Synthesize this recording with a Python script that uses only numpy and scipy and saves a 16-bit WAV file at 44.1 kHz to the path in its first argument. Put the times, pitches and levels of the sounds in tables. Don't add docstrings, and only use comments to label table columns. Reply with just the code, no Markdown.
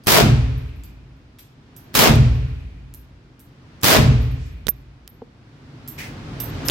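import sys
import numpy as np
from scipy import signal
from scipy.fft import rfft, irfft, next_fast_len
from scipy.io import wavfile
from scipy.ndimage import uniform_filter1d

SR = 44100
rng = np.random.default_rng(int(sys.argv[2]) if len(sys.argv) > 2 else 0)


def master(y):
    cut = np.clip(np.atleast_2d(y).T, -1, 1)
    pcm = np.round(cut * 32767)
    wavfile.write(sys.argv[1], SR, pcm.astype(np.int16))


def gain_from_decibels(decibels):
    exponent = np.asarray(decibels, float) / 20
    return 10 ** exponent


N = 295470

# start in seconds, direct blast level in dB, boom level in dB.
BLASTS = [
    (0.0697, -2.5, .3),
    (1.9417, -18, 2.5),
    (3.8325, -4, 1.2),
]
# frequency in Hz, left-right likeness from 0 to 1.
LIKENESS = [(60, 0.99), (290, 0.94), (640, 0.49), (1400, 0.01)]
# frequency in Hz, level in dB per Hz.
DUCT_HISS = [(240, -16.5), (400, -7), (616, -8.5), (1200, -11), (1490, -11.5), (5110, -22), (13900, -49),
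             (16000, -72.5)]


def along(points, hz, column=1):
    rows = np.array(points)
    return np.interp(np.log(hz + 1), np.log(rows[:, 0] + 1), rows[:, column])


def noise(seconds, gain, alike):
    hz, t, z = signal.stft(rng.standard_normal((2, int(seconds * SR) + 1024)), SR, nperseg=1024, noverlap=896)
    turn = np.arccos(np.clip(along(alike, hz), -1, 1))[:, None] / 2
    mid, side = z[0] * np.cos(turn), z[1] * np.sin(turn)
    pair = np.array([mid + side, mid - side]) * gain(hz[:, None], t)
    return signal.istft(pair, SR, nperseg=1024, noverlap=896)[1][:, :int(seconds * SR)]


def unit(x):
    return x / np.sqrt(np.mean(x ** 2) + 1e-20)


def resonance(x, hz, width_hz):
    return signal.lfilter(*signal.iirpeak(np.clip(hz, 50, SR / 2.2), hz / width_hz, SR), x)


def add(mix, s, x, pan_db=0):
    part = mix[:, round(s * SR):][:, :x.shape[-1]]
    part += (x * gain_from_decibels([[pan_db / 2], [-pan_db / 2]]))[:, :part.shape[1]]


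def walls():
    # frequency in Hz, t60 in seconds.
    wall_decay = [(300, .5), (3000, .5), (8000, .33), (13000, .23)]
    hz, t, z = signal.stft(rng.standard_normal((2, SR // 3)), SR, nperseg=256)
    tail = signal.istft(z * gain_from_decibels(-60 * t / along(wall_decay, hz)[:, None]), SR, nperseg=256)[1]
    return tail / np.linalg.norm(tail[0])


def in_room(x, wet_db):
    wet = gain_from_decibels(wet_db) * signal.fftconvolve(np.atleast_2d(x), walls(), axes=1)
    add(wet, 0, x)
    return wet


def roar(hz, t):
    # frequency in Hz, level in dB per Hz.
    plateau = [(40, -11.5), (165, 0.5), (250, -1.5), (730, -3), (5000, -12), (9900, -22), (12100, -16.5),
               (16000, -18)]
    # frequency in Hz, slope in dB per second.
    swell = [(100, 10.5), (730, 62), (2500, 28.5), (12000, -22)]
    # frequency in Hz, time in seconds.
    release = [(165, 0.23), (430, 0.13), (12000, .11)]
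    # frequency in Hz, t60 in seconds.
    near_walls = [(60, .3), (200, .6), (900, 0.3), (2500, 0.45), (10000, 0.24)]
    # frequency in Hz, share of the decay in dB, t60 in seconds.
    far_walls = [(110, -30, .9), (393, -14, 1.1), (900, -9.5, 0.84), (2400, -17.5, 1.534),
                 (8000, -10.5, 0.62), (16000, -9, 0.13)]
    since = t - along(release, hz)
    after = np.maximum(since, 0)
    share = np.clip(gain_from_decibels(along(far_walls, hz)), 0, 1)
    quick = gain_from_decibels(-60 * after / along(near_walls, hz))
    slow = gain_from_decibels(-60 * after / along(far_walls, hz, column=2))
    held = gain_from_decibels(along(plateau, hz) + along(swell, hz) * np.minimum(since, 0))
    return held * ((1 - share) * quick + share * slow)


def shots():
    # frequency in Hz, level in dB, t60 in seconds.
    lane_modes = [(43.1, -28.6, 2.49), (53.4, 3.3, 0.71), (55.3, -16.3, 2.35), (56.0, -3.2, 0.94),
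                  (61.1, -7.0, 0.9), (61.9, -28.2, 2.81), (63.6, -10.5, 1.4), (74.5, 0.9, 0.7),
                  (77.2, -6.2, 1.2), (78.9, -18.6, 1.57), (88.7, -32.1, 3.44), (98.8, -11.6, 0.92),
                  (112.7, 4.3, 0.63), (114.1, 4.3, 0.84), (116.1, -5.5, 1.16), (116.9, -2.3, 0.92),
                    (125.8, 4.3, 0.64), (128.3, -3.6, 1.1), (129.5, 4.3, 0.64), (130.3, -30.5, 3.44),
                    (132.2, -2.7, 0.83), (135.8, -2.9, 0.72), (143.5, 4.3, 0.58), (147.6, -15.8, 1.14),
                  (166.7, -27.0, 1.36), (170.5, -41.5, 3.44), (178.9, -37.3, 2.21), (198.7, -15.5, 0.64),
                   (212.6, -7.9, 0.54), (216.2, -33.1, 1.74), (219.3, 4.3, 0.49), (226.4, 4.3, 0.45),
                   (229.1, -11.2, 0.66), (231.9, -3.5, 0.53), (240.4, -5.3, 0.48), (257.3, -2.2, 0.45),
                   (264.5, -21.9, 1.3), (272.3, -16.0, 0.61)]
    # frequency in Hz, width in Hz, level in dB, t60 in seconds.
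    baffles = [(270, 35, -36, 1.8), (430, 18, -29, 1.05), (640, 40, -27, .5), (2400, 600, -41, 1.8),
               (2450, 9, -54, 2.3)]
    backstop_m, backstop_db, backstop_hz = 19.9, 29, 670

    mix, t = np.zeros((2, N)), np.arange(int(1.6 * SR)) / SR
    clear = 1 / (1 + np.exp(-(t - .158) / 0.0044))
    swing = sum(gain_from_decibels(db - 60 * t / t60) * np.sin(2 * np.pi * hz * t)
                for hz, db, t60 in lane_modes)
    boom = np.array([np.roll(swing, shift=18), swing])
    boom = boom * (gain_from_decibels(-43.5) * (t > .01) + clear)
    boom = boom * gain_from_decibels(-13 * np.maximum(t - .8, 0))
    swing_rms = np.sqrt(np.abs(uniform_filter1d(swing ** 2, size=1500)) + 1e-9)
    slam = np.abs(swing) / swing_rms

    for s, direct_db, boom_db in BLASTS:
        onset = np.where(t < .0092, gain_from_decibels(direct_db - 400 * t), 1)
        overload = noise(1.6, roar, [(100, .3), (1000, 0.02)])
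        tail = noise(1.6, roar, LIKENESS)
        fine = unit(uniform_filter1d(rng.standard_normal(overload.shape), size=60))
        coarse = unit(uniform_filter1d(rng.standard_normal(len(t)), size=350))
        crackle = gain_from_decibels(1.4 * fine + .8 * coarse) * (0.85 + 0.5 * slam)
        steel = sum(gain_from_decibels(db - 60 * (t - .15) / t60) * unit(resonance(rng.standard_normal((2, len(t))), hz, width_hz))
                    for hz, width_hz, db, t60 in baffles)

        u = np.maximum(t - .001, 0) / 0.0015
        pulse = u * (2 - u) * np.exp(-u)
        front = gain_from_decibels(direct_db - 4.5) * pulse + 0.5 * np.roll(pulse, shift=440)
        blast = np.sqrt(1 - clear) * crackle * onset * overload + np.sqrt(clear) * tail
        thrown_back = resonance(u * np.exp(-u * 6), backstop_hz, width_hz=170)

        add(mix, s, gain_from_decibels(0.5) * blast + front)
        add(mix, s, steel * (1 - np.exp(-(t / 0.083) ** 4)))
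        add(mix, s - .007, gain_from_decibels(direct_db - 17) * overload[:, 2000:2353])
        add(mix, s, gain_from_decibels(boom_db) * boom)
        add(mix, s + 2 * backstop_m / 343, gain_from_decibels(backstop_db) * thrown_back)
    return mix


def case_rings():
    # (start in seconds, peak level in dB, left-right in dB).
    tumbling = [
        (12800, [(.036, -53, -1), (.5715, -47, 4), (.6689, -62, 2), (.7516, -55, 0), (.8164, -69, 3), (1.1614, -72, 0)]),
        (12350, [(.789, -68, 4), (.8355, -41, 0), (1.3884, -38, 0), (1.7625, -35.5, -7.5), (2.3371, -60, -17), (2.4724, -61, -4.5), (2.535, -68, 7), (2.593, -67, -3.5)]),
        (12950, [(2.942, -37, -3.5), (3.3976, -47.5, -6), (4.2096, -42, 5), (4.304, -50, -4), (4.4554, -53.5, -5.5), (4.519, -59.5, -4), (4.7154, -56.5, 15.5), (5.0844, -42, -5), (5.879, -26.5, -8), (5.9832, -38, -4), (6.3987, -21, -16), (6.4174, -45, 6), (6.652, -27, 8.5), (6.6694, -19, -2)]),
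    ]
    free_t60_s, damped_t60_s, light_db, hard_db = .28, 0.22, -56, -42.5
    mix, t = np.zeros((2, N)), np.arange(SR // 3) / SR
    for hz, contacts in tumbling:
        for s, db, pan_db in contacts:
            t60 = np.interp(db, [light_db, hard_db], [free_t60_s, damped_t60_s])
            flutter = unit(resonance(rng.standard_normal((2, len(t))), hz, width_hz=60))
            ring = flutter + .8 * np.sin(2 * np.pi * hz * t)
            add(mix, s, gain_from_decibels(db - 7.5 - 60 * t / t60) * (1 - np.exp(-t / 0.0033)) * ring, pan_db)
    return mix


def case_ticks():
    # start in seconds, peak level in dB, body level in dB, reverberation in dB, body frequency in Hz.
    strikes = [(.0373, -48.5, -3, 7, 5000), (0.5714, -70, 3, 4, 5000), (0.8363, -44.5, 0.5, 2.5, 7500),
               (1.3866, -54.5, 12.5, 4.5, 2150), (1.3895, -60.5, 5, 8, 6860), (1.7648, -36, -11.5, 2, 8000),
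               (2.1563, -27, -8, -7, 3000), (2.9395, -33.5, -13.5, -2, 8000),
               (3.3943, -40.5, -17, 3.5, 5530), (4.2123, -51, -10, 3, 3000), (4.8185, -66, -2.5, -1, 1510),
               (5.0773, -35, -5, -38, 5270), (5.078, -40.5, -5, -28.5, 3180),
               (5.877, -26.5, -19, 1.5, 5130), (6.402, -23.5, -8, 1, 5500), (6.6497, -46.5, 9, 10, 2150)]
    floor_pan_db, dry_leans = -2.5, 0.13
    echo_s, echo_db = .0071, 0
    body_boost_db, body_width = 29, .15
    mix, t = np.zeros((2, N)), np.arange(2000) / SR
    for s, db, body_db, wet_db, hz in strikes:
        far = gain_from_decibels(np.clip(wet_db + 4, 0, 9))
        chatter = .08 * rng.standard_normal((2, 2000)) * gain_from_decibels(-60 * t / (.012 * far))
        grit = (t == 0) / far + chatter
        tick = resonance(grit[0], 12000, width_hz=7000)
        tick = tick + gain_from_decibels(body_db + 4) * resonance(grit[1], 4000, width_hz=6000)
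        tick = tick + gain_from_decibels(echo_db + min(wet_db, 0)) * np.roll(tick, shift=round(echo_s * SR))
        body = resonance(grit[1], hz, body_width * hz)
        pan_db = floor_pan_db + dry_leans * min(wet_db, 0)
        add(mix, s, gain_from_decibels(db + body_db + body_boost_db) * body, pan_db)
        add(mix, s, gain_from_decibels(db + 15.5) * in_room(tick, wet_db), pan_db)
    return mix


def near_contacts():
    # start in seconds, peak level in dB, thud level in dB, left-right in dB, clack frequency in Hz.
    blows = [
        (3.8125, -38.5, -15.5, 5, 8000),
        (3.8162, -34, -20, 2, 5500),
        (4.6686, -16.5, -6, -13, 3700),
        (4.683, -14.5, -13, -14, 1850),
        (4.6879, -19.5, -1, -14, 5770),
        (6.6846, -7, -16, -9, 5250),
        (6.6906, -10.5, -13, 1.5, 1650),
        (6.6976, -8.5, -9, -2.5, 3394),
    ]
    # start in seconds, level in dB, left-right in dB.
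    bench_ring = (4.6879, -22.5, -34)
    mix, t = np.zeros((2, N)), np.arange(SR // 3) / SR
    for s, db, thud_db, pan_db, hz in blows:
        crack = gain_from_decibels(-2.5 - 60 * t / 0.012) * (1 - np.exp(-t / 0.00055)) * rng.standard_normal(len(t))
        impulse = 15 * (np.arange(len(t)) == 20)
        crack = crack + resonance(.6 * crack + impulse, hz, width_hz=700)
        thud = np.sin(2 * np.pi * 190 * t) + .9 * np.sin(2 * np.pi * 450 * t)
        thud = gain_from_decibels(thud_db + 3 - 60 * t / .013) * thud
        add(mix, s, gain_from_decibels(db) * in_room(crack + thud, wet_db=-31.5), pan_db)
    s, db, pan_db = bench_ring
    ring = gain_from_decibels(db - 60 * (t / .034) ** 2.5) * np.sin(2 * np.pi * 12950 * t) * (1 - np.exp(-(t / .002) ** 2))
    add(mix, s, in_room(ring, wet_db=-32.0), pan_db)
    return mix


def bench_knock():
    # frequency in Hz, level in dB, t60 in seconds.
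    knock_modes = [(253, -6.5, 0.064), (463, -0.5, 0.043), (780, 2, 0.01)]
    mix, t = np.zeros((2, N)), np.arange(SR // 4) / SR
    knock = sum(gain_from_decibels(db - 60 * t / t60) * -np.sin(2 * np.pi * hz * t) for hz, db, t60 in knock_modes)
    knock = knock * (1 - np.exp(-t / 0.0012))
    add(mix, 5.219, gain_from_decibels(-23.0) * in_room(knock, wet_db=-17))
    return mix


def distant_shot():
    # frequency in Hz, level in dB per Hz.
    far_shot_colour = [(530, -44), (900, -24), (1620, -8.5), (2100, -0.5), (3510, -15.5), (5200, -14.5),
                       (13200, -27), (16000, -20.5)]
    mix, t = np.zeros((2, N)), np.arange(SR // 4) / SR
    far_burst = unit(noise(.25, lambda hz, _: gain_from_decibels(along(far_shot_colour, hz)), [(1000, 0.09)]))
    add(mix, 5.975, gain_from_decibels(-32.5 - 60 * (t / 0.26) ** 2) * (1 - np.exp(-(t / 0.0091) ** 2)) * far_burst)

    def wash_level(hz, after):
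        return gain_from_decibels(along(DUCT_HISS, hz) - 60 * after / 1.6) * (1 - np.exp(-after / 0.068))

    wash = unit(noise(.5, wash_level, LIKENESS))
    add(mix, 5.975, gain_from_decibels(-47.5) * wash * np.hanning(SR)[SR // 2:])
    return mix


def sleeve():
    # frequency in Hz, level in dB per Hz.
    cloth_colour = [(2000, -30), (5000, 7), (7500, 2), (11000, -15), (16000, -28)]
    mix, t = np.zeros((2, N)), np.arange(SR // 4) / SR
    rustle = unit(noise(.25, lambda hz, _: gain_from_decibels(along(cloth_colour, hz)), [(1000, .1)]))
    add(mix, 4.32, gain_from_decibels(-58.5) * np.sin(4 * np.pi * t) ** 2 * rustle)
    return mix


def ventilation():
    # frequency in Hz, level in dB per Hz.
    rumble_colour = [(25, -10), (59, 2), (90, -8), (129, 5), (158, -24), (230, -1.5), (425, -17),
                     (650, -58.5)]
    earlier_shot_s, hold_s, climb_db_per_s = -1.6, 1.49, 17
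    linger_db, linger_s = 16.5, 0.26
    t = np.arange(N) / SR
    starts = np.array([earlier_shot_s] + [s for s, *_ in BLASTS])
    since = t - starts[np.searchsorted(starts, t) - 1]
    gain_db = climb_db_per_s * np.maximum(since - hold_s, 0) + linger_db * np.exp(-since / linger_s)

    def steady(colour):
        return unit(noise(N / SR + 0.012, lambda hz, _: gain_from_decibels(along(colour, hz)), LIKENESS))[:, :N]

    return gain_from_decibels(gain_db) * (gain_from_decibels(-50) * steady(rumble_colour) + gain_from_decibels(-58.5) * steady(DUCT_HISS))


def scene():
    brass = case_rings() + case_ticks() + near_contacts()
    return shots() + brass + bench_knock() + distant_shot() + sleeve() + ventilation()


def low_pass(x):
    return signal.sosfilt(signal.butter(12, 16830, fs=SR, output="sos"), x)


def record(dry):
    # frequency in Hz, gain in dB.
    pass_band = [(20, -24), (30, -9), (40, -1), (50, 0), (15850, 0), (16050, -36)]
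    size = next_fast_len(N + SR // 4)
    clipped = dry / (1 + np.abs(dry / .95) ** 4) ** (1 / 4)
    response = gain_from_decibels(along(pass_band, np.fft.rfftfreq(size, 1 / SR)))
    heard = irfft(rfft(clipped, size) * response, size)[:, :N]
    return low_pass(heard)


dry = scene()
out = record(dry)
master(out)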